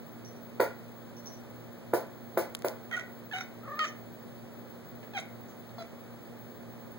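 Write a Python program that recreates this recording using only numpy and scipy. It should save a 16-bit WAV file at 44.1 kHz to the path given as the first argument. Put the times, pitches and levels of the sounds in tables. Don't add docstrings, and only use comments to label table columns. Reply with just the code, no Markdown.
import sys
import numpy as np
from scipy import signal
from scipy.fft import rfft, irfft, next_fast_len
from scipy.io import wavfile

SR = 44100
rng = np.random.default_rng(int(sys.argv[2]) if len(sys.argv) > 2 else 0)


def int16_out(signal):
    q = np.round(np.clip(np.atleast_2d(signal).T, -1, 1) * 32767)
    wavfile.write(sys.argv[1], SR, q.astype(np.int16))


N = 307818
T = np.arange(N) / SR


def undb(db):
    return 10 ** (np.asarray(db, float) / 20)


def unit_rms(x):
    return x / np.sqrt(np.mean(x ** 2))


def unit_peak(x):
    return x / np.abs(x).max()


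def resonate(x, hz, width_hz):
    return signal.lfilter(*signal.iirpeak(hz, hz / width_hz, SR), x)


def body(x, resonances):
    return sum(undb(db) * resonate(resonate(x, hz, width), hz, width) for hz, width, db in resonances)


def drift(rate_hz, size=N):
    pad = int(3 * SR / rate_hz)
    lowpass = signal.butter(2, rate_hz, fs=SR, output="sos")
    return unit_rms(signal.sosfilt(lowpass, rng.standard_normal(size + pad))[pad:])


def add(out, start_s, x):
    i = int(start_s * SR)
    out[i:i + len(x)] += x[:len(out) - i]


def shadowed(x, corner_hz, q):
    w = 2 * np.pi * corner_hz
    lowpass = signal.bilinear([w * w], [1, w / q, w * w], SR)
    return np.array([x, signal.lfilter(*lowpass, x)])


def diffuse_spectra(size, coherent_below_hz=790):
    hz = np.fft.rfftfreq(size, 1 / SR)
    coherence = 1 / (1 + (hz / coherent_below_hz) ** 3)
    mid, side = rfft(rng.standard_normal((2, size)))
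    mid, side = mid * np.sqrt((1 + coherence) / 2), side * np.sqrt((1 - coherence) / 2)
    return np.array([mid + side, mid - side]), hz


# (frequency [Hz], spectral density [dB re 1/Hz])
AIR_SPECTRUM = [(25, -102), (60, -82), (110, -69), (200, -72), (350, -79), (550, -80), (900, -90.5),
                (1700, -95), (2800, -100), (5000, -106), (8000, -110), (11500, -112), (14000, -109),
                (15600, -105)]
def air():
    size = next_fast_len(N)
    spectra, hz = diffuse_spectra(size)
    nodes_hz, nodes_db = np.transpose(AIR_SPECTRUM)
    density = undb(np.interp(np.log(hz + 1), np.log(nodes_hz), nodes_db))
    noise = irfft(spectra * density * np.sqrt(SR / 2), size)
    return noise[:, :N] * undb(0.014 * drift(2.2))


def rumble(band_hz=(60, 323), db=-56.5):
    band = signal.butter(2, band_hz, "band", fs=SR, output="sos")
    return undb(db) * unit_rms(signal.sosfilt(band, rng.standard_normal((2, N))))


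HUM_LINES_HZ = [114.6, 117.0, 119.9, 234.1, 240.0, 351.1, 359.9]
HUM_LINES_DB = [-57, -49, -55, -49, -60.5, -64, -65.5]
def hum():
    out = np.zeros(N)
    for hz, db in zip(HUM_LINES_HZ, HUM_LINES_DB):
        amplitude = np.sqrt(2) * undb(db + 0.75 * drift(4.5))
        out += amplitude * np.sin(2 * np.pi * hz * T + rng.uniform(0, 2 * np.pi))
    return out


def whistle(line_hz=15730, field_hz=59.94, db=-62.5):
    pulse = 1 + .15 * np.cos(2 * np.pi * field_hz * T)
    amplitude = undb(db + 0.43 * drift(5.2) + 5.3 * drift(17.0))
    return amplitude * pulse * np.sin(2 * np.pi * line_hz * T + 1.8 * drift(5.09))


# (frequency [Hz], reverberation time T60 [s])
ROOM_DECAY = [(200, 0.13), (600, 0.28), (2000, 0.38), (6000, 0.2), (15000, 0.056)]
def room(x, gap_s):
    size = SR // 2
    spectra, hz = diffuse_spectra(size)
    t, tail = np.arange(size) / SR, 0
    nodes_hz, t60s = np.transpose(ROOM_DECAY)
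    for k, t60 in enumerate(t60s):
        band = np.interp(np.log(hz + 1), np.log(nodes_hz), np.arange(len(nodes_hz)) == k)
        tail = tail + irfft(spectra * band, size) * undb(-60 * t / t60)
    tail = tail * np.clip(t / gap_s - 1, 0, 1)
    return signal.fftconvolve(x[None], unit_rms(tail) / np.sqrt(size), axes=1)[:, :N]


# (time [s], level [dB], centre [Hz], bandwidth [Hz], scratch [ratio], bare snap [dB])
FINGER_TICKS = [(2.5432, -42, 10600, 5000, .3, -15), (2.5499, -14.5, 2130, 2360, 0.36, 0.5),
                (2.5532, -24, 9900, 6000, 0.64, -4), (2.569, -41, 8000, 3000, .3, -15),
                (2.591, -38, 7500, 3000, 0.33, -13), (2.622, -28.5, 1800, 2470, 0.1, -12),
                (2.6845, -16, 4320, 4020, 0.15, 0), (2.6945, -34, 6000, 5000, .3, -12)]
def finger():
    out, t = np.zeros(N), np.arange(300) / SR
    for start, db, hz, width_hz, scratch, snap_db in FINGER_TICKS:
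        snap = scratch * rng.standard_normal(len(t)) * np.exp(-t / 0.00029)
        snap[0] = 1
        tick = unit_peak(resonate(snap, hz, width_hz)) + undb(snap_db) * snap
        add(out, start, undb(db) * unit_peak(tick))
    return out


# (time [s], level [dB], time constant of the rattle [s])
PEA_STRIKES = [(0.249, -52, 0.03), (0.275, -60, 0.03), (0.3621, -63, 0.03), (1.167, -55, 0.012),
               (1.182, -57, 0.015), (1.259, -47, 0.008), (1.271, -47, 0.014), (1.323, -54, 0.012),
               (1.339, -53, 0.02)]
# (frequency [Hz], gain [dB], decay time T60 [s])
BELL_MODES = [(5730, -5, .05), (5830, 0, .065), (5950, -6, .04), (6150, -13, .04), (6420, -14, .035),
              (6770, -20, .025)]
def bell(bounces_per_s=150, strike_hz=6000, strike_width_hz=2200, tick_db=12):
    hits, t = np.zeros(N), np.arange(int(.2 * SR)) / SR
    for start, db, decay_s in PEA_STRIKES:
        bounces = (rng.random(len(t)) < bounces_per_s / SR) * rng.standard_normal(len(t)) * .5
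        bounces[0] = 1
        add(hits, start, undb(db) * bounces * np.exp(-t / decay_s))
    force = resonate(hits, strike_hz, strike_width_hz)
    ring = np.zeros(N)
    for hz, db, t60 in BELL_MODES:
        pole = np.exp((2j * np.pi * hz - np.log(1000) / t60) / SR)
        ring += undb(db) * signal.lfilter([1], [1, -pole], force).imag
    return ring + undb(tick_db) * resonate(hits, strike_hz, width_hz=strike_hz)


# (frequency [Hz], bandwidth [Hz], gain [dB])
SILL_MODES = [(349, 267, 11.5), (529, 165, 8), (813, 1150, -10), (1350, 175, -9.5), (1955, 250, -6.5),
              (3350, 800, -17.5), (4600, 620, -9)]
# (frequency [Hz], bandwidth [Hz], gain [dB])
BUZZ_MODES = [(5100, 400, -26), (6600, 8700, -9), (8800, 840, -7), (9660, 1400, -9), (11530, 440, 3),
              (14900, 1500, 6)]
# (time [s], level [dB], relative buzz [dB], contact [ms], tilt set by the striking
# point [dB/octave], spacing of two lighter lead-in touches [ms], step per touch [dB], pane echo [dB])
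SILL_KNOCKS = [(0.6024, -12.5, -31.5, 0.27, 1, 2.127, -4.5, -16),
               (1.936, -13, -30, 0.33, -3, 2.17, -13, -11.5),
               (2.374, -15, -28, 0.31, -0.5, 2.12, -14, -6.5),
               (2.6468, -18.5, -28, 0.28, -1.5, 2.07, -12.5, -11)]
def knock(start, db, buzz_db, contact_ms, tilt_db, touch_ms, touch_db, echo_db):
    damping_s, radiation_hz, echo_s = 0.006, 290, 0.0059
    thud_hz, thud_s, thud_db = 86, 0.0022, -21.5
    out, t = np.zeros(N), np.arange(4000) / SR
    pivot_hz = SILL_MODES[1][0]
    modes = [(hz, width, gain + tilt_db * np.log2(hz / pivot_hz)) for hz, width, gain in SILL_MODES]
    force = np.sin(np.pi * np.clip(1000 * t / contact_ms, 0, 1))
    sill = body(force, modes) * np.exp(-(t / damping_s) ** 2)
    highpass = signal.butter(2, radiation_hz, "high", fs=SR, output="sos")
    sill = signal.sosfilt(highpass, sill)
    wall_force = np.sin(np.pi * np.clip(t / thud_s, 0, 1))
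    thud = resonate(wall_force, thud_hz, width_hz=thud_hz)
    blow = undb(db) * (unit_peak(sill) + undb(thud_db) * unit_peak(thud))
    for touch in (1, 2):
        add(out, start - touch * touch_ms / 1000, undb(touch * touch_db) * blow)
    add(out, start, blow)
    add(out, start + echo_s, undb(echo_db) * blow)
    shake = rng.standard_normal(len(t)) * np.exp(-t / 0.026)
    add(out, start, undb(db + buzz_db) * unit_rms(body(shake, BUZZ_MODES)))
    return out


# (time [s], level [dB], centre [Hz], bandwidth [Hz], time constant [s])
MOUTH_SMACKS = [(3.323, -54, 4270, 2500, 0.002), (3.791, -28, 2530, 2530, 0.002),
                (5.029, -46, 2230, 2280, 0.019), (5.047, -54, 3500, 3000, 0.003),
                (5.136, -48, 3500, 1200, 0.0044), (5.2, -39, 7000, 5000, 0.0079),
                (5.483, -56, 6240, 1400, 0.047), (5.691, -50.5, 3980, 1500, 0.012),
                (5.781, -41, 800, 1200, 0.0022)]
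def smacks():
    out, t = np.zeros(N), np.arange(int(.08 * SR)) / SR
    for start, db, hz, width_hz, decay_s in MOUTH_SMACKS:
        burst = rng.standard_normal(len(t)) * np.exp(-t / decay_s)
        add(out, start, undb(db) * unit_peak(body(burst, [(hz, width_hz, 0)])))
    return out


# (time [s], pitch [Hz], level [dB])
CHIRP_CONTOURS = [
    [(2.91, 930, -39), (2.914, 740, -36.5), (2.923, 708, -40), (2.925, 637, -37.5), (2.942, 634.6, -35),
     (2.955, 642, -36), (2.958, 737, -37), (2.966, 722, -38.5), (2.979, 729, -32.5), (2.982, 645, -42),
     (3.004, 643, -39)],
    [(3.312, 860, -39), (3.321, 877, -53), (3.325, 877, -34), (3.33, 825, -44), (3.338, 729, -40),
     (3.35, 727, -41.5), (3.36, 760, -41), (3.372, 764, -40), (3.39, 756, -43), (3.4, 747, -52),
     (3.412, 734, -42.5)],
    [(3.628, 620, -58), (3.65, 700, -48), (3.657, 572, -52), (3.672, 669, -53), (3.681, 520, -41),
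     (3.698, 620, -47.5), (3.708, 553, -43), (3.728, 620, -44.5), (3.742, 575, -42), (3.758, 602, -45.5),
     (3.788, 619, -47)],
    [(3.7912, 708, -23), (3.797, 624.4, -34.5), (3.818, 620, -30), (3.838, 613.5, -33), (3.843, 570, -31),
     (3.856, 664, -35.5), (3.866, 614, -44), (3.885, 598, -49.5)],
    [(5.133, 863, -58), (5.138, 863, -41), (5.144, 820, -52), (5.15, 804, -40.5), (5.164, 801, -41),
     (5.172, 761, -38), (5.184, 636, -38.5), (5.194, 662, -43), (5.2, 680, -53)],
    [(5.778, 733, -54), (5.782, 708, -50), (5.795, 688, -46), (5.825, 655, -46), (5.834, 667, -51.5)],
]
# (frequency [Hz], bandwidth [Hz], start gain [dB], end gain [dB])
FORMANTS = [
    [(700, 200, -6, -5.5), (1490, 185, 11, 6), (1935, 240, 17, 6), (3190, 250, 6.5, -6),
     (3700, 200, -12, -22), (5600, 910, -36, -30)],
    [(760, 180, 5, 0.5), (1580, 550, 10.5, -1), (2160, 230, 9, -1), (3020, 260, 17, -6),
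     (3700, 400, -0.5, 0.5), (5530, 650, -16, 2)],
    [(547, 160, 2, -7), (1240, 270, 2, 2.5), (1800, 260, -5, -2.5), (2430, 400, -18, -14),
     (3570, 920, -29, -20)],
    [(620, 1300, -11.5, -3), (1290, 370, 8.5, -4.5), (1680, 880, 3.5, -3), (2970, 220, 5, -2),
     (4420, 580, -5, -19), (5800, 1500, -40, 3)],
    [(790, 190, 0.5, 4), (1510, 230, 2, -10), (2210, 520, 3.5, 3.5), (3220, 240, -3, 1), (3700, 350, -1, 2),
     (5450, 1200, -17, -12)],
    [(674, 220, 9, 6.5), (1350, 360, -3, 0), (2210, 400, -10, -8), (3400, 450, 0, -7), (4100, 400, 0, 1),
     (4730, 570, -4, -4)],
]
# (base roughness [0-1], breath re voice at the start [dB], at the end [dB])
PHONATION = [(.3, -14, -6), (.28, -14, 2), (0, -24, -18), (0, -30, 0), (.04, -22, 3), (.25, -10, -3)]
# (frequency [Hz], bandwidth [Hz], gain [dB])
BREATH_BANDS = [(1500, 470, 13), (2090, 490, 17), (3700, 580, 3), (6040, 1270, 2), (9060, 470, -3),
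                (12700, 1600, -20)]
def chirps(fray_from=0.55, fray_roughness=0.4, crackle_db=5, release_s=0.032):
    out = np.zeros(N)
    for contour, formants, (base_roughness, start_db, end_db) in zip(CHIRP_CONTOURS, FORMANTS, PHONATION):
        times, pitches, levels = np.transpose(contour)
        t = np.arange(times[0], times[-1] + 0.023, 1 / SR)
        size = len(t)
        hz, db = np.interp(t, times, pitches), np.interp(t, times, levels)
        progress = np.clip((t - times[0]) / (times[-1] - times[0]), 0, 1)
        fray = np.clip((progress - fray_from) / (1 - fray_from), 0, 1)
        roughness = base_roughness + fray_roughness * fray
        jitter = (.004 + .04 * roughness) * drift(200, size)
        phase = 2 * np.pi * np.cumsum(hz * (1 + jitter)) / SR
        flutter_db = 1 + 6 * roughness
        folds = sum(np.cos(k * phase) * undb(flutter_db * drift(60, size)) for k in range(1, 13))
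        shimmer = undb(6 * roughness * drift(110, size))
        breath = (1 + np.cos(phase)) * rng.standard_normal(size)
        breath *= undb(crackle_db * drift(300, size))
        mouth = [(f, width, first + (last - first) * progress) for f, width, first, last in formants]
        voice = unit_rms(body(folds * shimmer, mouth))
        hiss = undb(start_db + (end_db - start_db) * progress) * unit_rms(body(breath, BREATH_BANDS))
        release = np.clip((t[-1] - t) / release_s, 0, 1)
        add(out, times[0], (voice + hiss) * undb(db) * release)
    return out


def scene(left_lag_samples=2):
    voice, jingle = chirps() + smacks(), bell()
    direct = shadowed(voice, 1650, q=0.83) + shadowed(jingle, 2200, q=0.85)
    reverb = undb(-13) * room(voice, gap_s=0.0016) + undb(-1.5) * room(jingle, gap_s=0.0014)
    blows = [knock(*row) for row in SILL_KNOCKS]
    knocks = sum(shadowed(x, 5000, q=.5)[::-1] + undb(-4) * room(x, gap_s=0.0037) for x in blows)
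    left, right = hum() + air()
    background = np.array([np.roll(left, left_lag_samples), right]) + rumble()
    background += np.array([whistle(), whistle()])
    ticks = finger() * undb([[0], [-44]])
    return direct + reverb + knocks + ticks + background


def record(dry, imbalance_db=1.6, delay_samples=16, cutoff_hz=15820):
    capsules = dry * undb([[imbalance_db / 2], [-imbalance_db / 2]])
    opposite = np.pad(capsules[::-1], ((0, 0), (delay_samples, 0)))[:, :N]
    lowpass = signal.ellip(10, .2, 60, cutoff_hz, fs=SR, output="sos")
    return signal.sosfilt(lowpass, capsules - opposite)


dry = scene()
out = record(dry)
int16_out(out)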